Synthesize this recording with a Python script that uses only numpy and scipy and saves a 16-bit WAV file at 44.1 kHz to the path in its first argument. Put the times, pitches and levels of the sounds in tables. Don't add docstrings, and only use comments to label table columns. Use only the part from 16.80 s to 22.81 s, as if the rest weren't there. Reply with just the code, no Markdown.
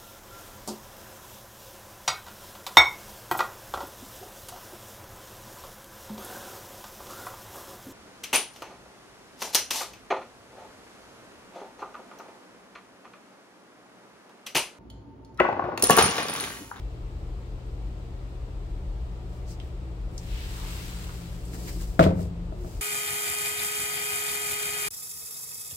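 import sys
import numpy as np
from scipy import signal
from scipy.fft import rfft, irfft, next_fast_len
from scipy.io import wavfile
from scipy.ndimage import uniform_filter1d, minimum_filter1d

SR = 44100
rng = np.random.default_rng(int(sys.argv[2]) if len(sys.argv) > 2 else 0)


def materialize(psi):
    bounded = np.clip(np.atleast_2d(psi).T, -1, 1)
    quanta = np.round(bounded * 32767).astype(np.int16)
    wavfile.write(sys.argv[1], SR, quanta)


N = 265041


def amp(db):
    return 10 ** (np.asarray(db) / 20)


def unit(x):
    return x / np.sqrt(np.mean(x ** 2) + 1e-20)


def along(points, hz):
    point_hz, value = np.transpose(points)
    return np.interp(np.log(hz + 1), np.log(point_hz + 1), value)


def filtered(x, response):
    n = x.shape[-1]
    padded = next_fast_len(n + SR // 2)
    spectrum = rfft(x, padded) * response(np.fft.rfftfreq(padded, 1 / SR))
    return irfft(spectrum, padded)[..., :n]


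def resonance(f, hz, width_hz):
    return 1j * f * width_hz / (hz * hz - f * f + 1j * f * width_hz)


def lowpass(f, hz):
    return 1 / (1 + 1j * np.sqrt(2) * f / hz - (f / hz) ** 2)


def fade(t, t60_s):
    return np.exp(-np.log(1000) * t / t60_s)


def swell(t, half_length_s):
    return np.exp(-(t / half_length_s) ** 2)


# frequency_hz, left_right_correlation [-1..1]
LIKENESS = [(60, 1), (130, 0.82), (290, 0.99), (640, 0.51), (1400, -0.24), (3000, -0.024)]


def noise(gain, size=N):
    def mid_side(f):
        angle = np.arccos(np.clip(along(LIKENESS, f), -1, 1)) / 2
        return gain(f) * np.array([np.cos(angle), np.sin(angle)])

    mid, side = filtered(rng.standard_normal((2, size)), mid_side)
    return unit(np.array([mid + side, mid - side]))


def coloured(points, size=N):
    return noise(lambda f: amp(along(points, f)), size)


def roughness(size, depth_db):
    flutter = unit(uniform_filter1d(rng.standard_normal(size), size=130))
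    return unit(amp(depth_db * flutter))


def add(track, start_s, sound):
    part = track[:, round(start_s * SR):][:, :sound.shape[-1]]
    part += sound[..., :part.shape[-1]]


# start_s, force_db, contact_ms, shake_db (hardware rattle)
PANEL_KNOCKS = [(5.193, 0, 0.063, -21.5), (5.197, 2, 1.04, -32), (5.2093, -4.5, 1.3, -30),
                (5.2268, -29, 0.31, -23.5), (5.24, -39, 0.32, -26), (5.2502, -11.5, 2.5, -46),
                (5.2652, 0, 2.25, -51), (5.292, -10.5, 3.1, -42), (5.392, -17.5, 2.1, -62),
                (5.723, -24.5, 1.8, -80), (5.846, -27, 1.5, -65)]
# frequency_hz, width_hz, level_db
PANEL_MODES = [(89, 17, -8.5), (167, 35, -2), (302, 60, -10.5), (525, 75, -19), (636.4, 31, 1),
               (1273, 86, -4), (1430, 66, -21)]
# frequency_hz, level_db, t60_s
RING_MODES = [(91.5, -5, .9), (171.3, 0, 1.15), (193, -4, .5), (254, -9, .55), (278, -7, .45),
              (321, -8, .4), (392, -9, .5), (417, -8, .4), (482, -4, .55), (532, 0, .4), (564, -2, .34),
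              (623.5, 2, .38), (664, -2, .28), (678.6, -2, .28), (731, -12, .27), (890, -12, .25),
              (1213, -8, .28), (1340, -8, .26), (1519, -8, .28), (2315, -15, .25)]
# [dB per Hz, relative]
RATTLE_SPECTRUM = [(600, -24), (1500, 7.5), (3800, 1.5), (5200, -2), (8000, -9), (10000, -11), (15500, -17)]


def door(blow_db=39, ring_db=-26, room_db=-22, rattle_db=-8, rattle_t60_s=0.19, crack_gain=1.3,
         wood_hz=1700, lag_ms=0.55, chatter_db=2):
    out, t = np.zeros((2, N)), np.arange(SR) / SR

    def panel_response(f):
        modes = sum(amp(db) * resonance(f, hz, width_hz) for hz, width_hz, db in PANEL_MODES)
        return lowpass(f, wood_hz) * modes

    def ports(f):
        lag_s = lag_ms / 1000 * f ** 2 / (f ** 2 + 350 ** 2)
        return np.array([np.ones(len(f)), np.exp(-2j * np.pi * f * lag_s)])

    impulse = 1. * (t == 0)
    blow = filtered(impulse, panel_response)
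    for start_s, force_db, contact_ms, shake_db in PANEL_KNOCKS:
        ring = sum(amp(level_db) * fade(t, t60_s) * np.sin(2 * np.pi * (hz * t + rng.random()))
                   for hz, level_db, t60_s in RING_MODES)
        ring = ring * (1 - np.exp(-t / 0.0011))
        direct = filtered(amp(blow_db) * blow + amp(ring_db) * ring, ports)
        wood = direct + amp(room_db) * room_tail(SR)
        wood = filtered(wood, lambda f: lowpass(f, 1000 / contact_ms))
        shaking = roughness(SR, chatter_db) * fade(t, rattle_t60_s)
        crack = crack_gain * fade(t, 0.0035)
        rattle = coloured(RATTLE_SPECTRUM, SR) * (shaking + crack)
        add(out, start_s, amp(force_db) * wood + amp(shake_db + rattle_db) * rattle)
    return out


# [dB per Hz, relative]
ROOM_SPECTRUM = [(30, -29), (55, -5.5), (100, -9), (135, -10.5), (175, -4.5), (230, -19.5), (330, -18),
                 (450, -8.5), (620, -5), (800, -15), (1100, -14), (1500, -24), (2100, -24), (6000, -63)]
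# frequency_hz, t60_s
ROOM_DECAY = [(80, 1), (170, 1), (500, 0.37), (1400, 0.4), (4000, 0.49), (12000, .2)]


def room_tail(size):
    hz, t, bins = signal.stft(coloured(ROOM_SPECTRUM, size), SR, nperseg=512)
    decay = fade(t, along(ROOM_DECAY, hz)[:, None])
    tail = signal.istft(bins * decay, SR, nperseg=512)[1][:, :size]
    return tail * (1 - np.exp(-np.arange(size) / SR / 0.0017))


# [dB per Hz, relative]
RUB_SPECTRUM = [(450, -20), (950, 3), (1250, 1.5), (1600, 1.5), (2800, 2), (4200, 0), (7000, -15.5)]
HISS_SPECTRUM = [(2500, -27), (4800, 3.5), (8200, 1), (11500, -2.5), (15500, -3.5)]
# centre_s, level_db, half_length_s
GUIDE_SCUFFS = [(2.55, -65, 0.07), (2.712, -57, 0.031), (2.85, -65, .06), (4.745, -51.5, 0.012),
                (4.847, -48, 0.14), (4.89, -48, 0.016), (5.022, -50.5, 0.018), (5.057, -53.5, 0.15),
                (5.413, -53.5, 0.058), (5.927, -54.5, 0.13)]
# centre_s, level_db, pitch_hz,
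# width_hz, half_length_s
DOOR_SCRAPES = [(2.709, -53, 5600, 4000, 0.038), (3.595, -48, 2700, 2900, 0.12),
                (3.815, -53, 1040, 520, 0.072), (4.78, -43.5, 268, 260, .07), (4.927, -47.5, 323, 220, 0.1),
                (5.844, -44, 357, 13, 0.067)]
GLIDE_PEAK_S, GLIDE_RISE_S, GLIDE_FALL_S = 3.928, 0.67, 0.88
GLIDE_RUB_DB, GLIDE_HISS_DB = -45, -46
RUB_EXPONENT, HISS_EXPONENT = 1.22, 1
SCUFF_RUB_DB = -7


def slide(grain_db=1.2):
    t = np.arange(N) / SR
    ramp_s = np.where(t < GLIDE_PEAK_S, GLIDE_RISE_S, GLIDE_FALL_S)
    speed = np.maximum(1 - np.abs((t - GLIDE_PEAK_S) / ramp_s), 0)
    scuffs = sum(amp(level_db) * swell(t - centre_s, half_length_s)
                 for centre_s, level_db, half_length_s in GUIDE_SCUFFS)
    rub = amp(GLIDE_RUB_DB) * speed ** RUB_EXPONENT + amp(SCUFF_RUB_DB) * scuffs
    hiss = amp(GLIDE_HISS_DB) * speed ** HISS_EXPONENT + scuffs
    out = rub * coloured(RUB_SPECTRUM) + hiss * coloured(HISS_SPECTRUM)
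    for centre_s, level_db, pitch_hz, width_hz, half_length_s in DOOR_SCRAPES:
        scrape = noise(lambda f: resonance(f, pitch_hz, width_hz) ** 2)
        out += amp(level_db) * swell(t - centre_s, half_length_s) * scrape
    return roughness(N, grain_db) * out


# start_s, level_db, pitch_hz, t60_s
HINGE_TICKS = [(2.8, -39, 3040, 0.014), (3.379, -36, 5800, 0.024), (3.432, -55, 5500, .04),
               (4.292, -43, 1200, .08), (4.652, -48, 8750, 0.045), (4.732, -47.5, 1730, 0.088),
               (4.874, -46, 2030, 0.14), (5, -53.5, 1900, 0.11)]


def ticks(width_ratio=0.57, echo_db=-18):
    out, t = np.zeros((2, N)), np.arange(SR // 2) / SR
    for start_s, level_db, pitch_hz, t60_s in HINGE_TICKS:
        burst = noise(lambda f: resonance(f, pitch_hz, width_ratio * pitch_hz) ** 2, len(t))
        decay = fade(t, t60_s) + amp(echo_db) * fade(t, 0.41)
        add(out, start_s, amp(level_db) * burst * decay)
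    return out


# [dB per Hz, relative]
DUCT_SPECTRUM = [(15, -42), (28, -9.5), (38, 0), (52, 3.5), (68, -4), (90, -10), (112, -20), (140, -21.5),
                 (230, -29.5), (400, -70.5)]
AIR_SPECTRUM = [(120, -32), (200, -4), (300, -2), (390, -1), (520, -4.5), (720, -9.5), (1000, -13.5),
                (1220, -15), (1600, -21), (2400, -22), (4400, -26.5), (8000, -33.5), (15500, -46)]
RUMBLE_DB = -34.5
DRONE_FAR_DB, DRONE_NEAR_DB, APPROACH_S = -57.5, -47, 4.6


def ventilation(air_db=-49.0, hum_db=-45, hum_hz=119.5, drone_hz=172):
    t = np.arange(N) / SR
    rumble = amp(RUMBLE_DB) * coloured(DUCT_SPECTRUM)
    air = amp(air_db) * coloured(AIR_SPECTRUM)
    hum = amp(hum_db) * np.sqrt(2) * np.sin(2 * np.pi * hum_hz * t)
    drone_db = np.interp(t, [0, APPROACH_S], [DRONE_FAR_DB, DRONE_NEAR_DB])
    drone = amp(drone_db) * noise(lambda f: resonance(f, drone_hz, 15.7) ** 2)
    return rumble + air + hum + drone


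def walls(x, wall_db=-17, count=10):
    echoes = np.zeros((2, SR // 20))
    for port in echoes:
        port[rng.integers(SR // 1000, SR // 50, count)] = rng.choice([-1, 1], count)
    copies = signal.fftconvolve(x, echoes, axes=1)[:, :N]
    highpass = lambda f: 1j * f / (400 + 1j * f)
    return x + amp(wall_db) * filtered(copies, highpass)


def scene():
    balance_db = [[.9], [-.9]]
    return (door() + walls(ticks() + slide() + ventilation())) * amp(balance_db)


# frequency_hz, gain_db
PORT_COLOUR = [(4500, 0), (5500, -2), (6400, -2), (7400, 1.5), (8600, 1.5), (9300, -5.5), (10400, -4),
               (11500, 0.5), (13000, -1.5), (15800, -1)]
TOP_HZ = 15850


def record(dry):
    heard = filtered(dry, lambda f: amp(along(PORT_COLOUR, f)))
    needed = np.minimum(1, .95 / (np.abs(heard).max(axis=0) + 1e-9))
    gain = uniform_filter1d(minimum_filter1d(needed, size=221), size=221)
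    return filtered(heard * gain, lambda f: f < TOP_HZ)


dry = scene()
out = record(dry)
materialize(out)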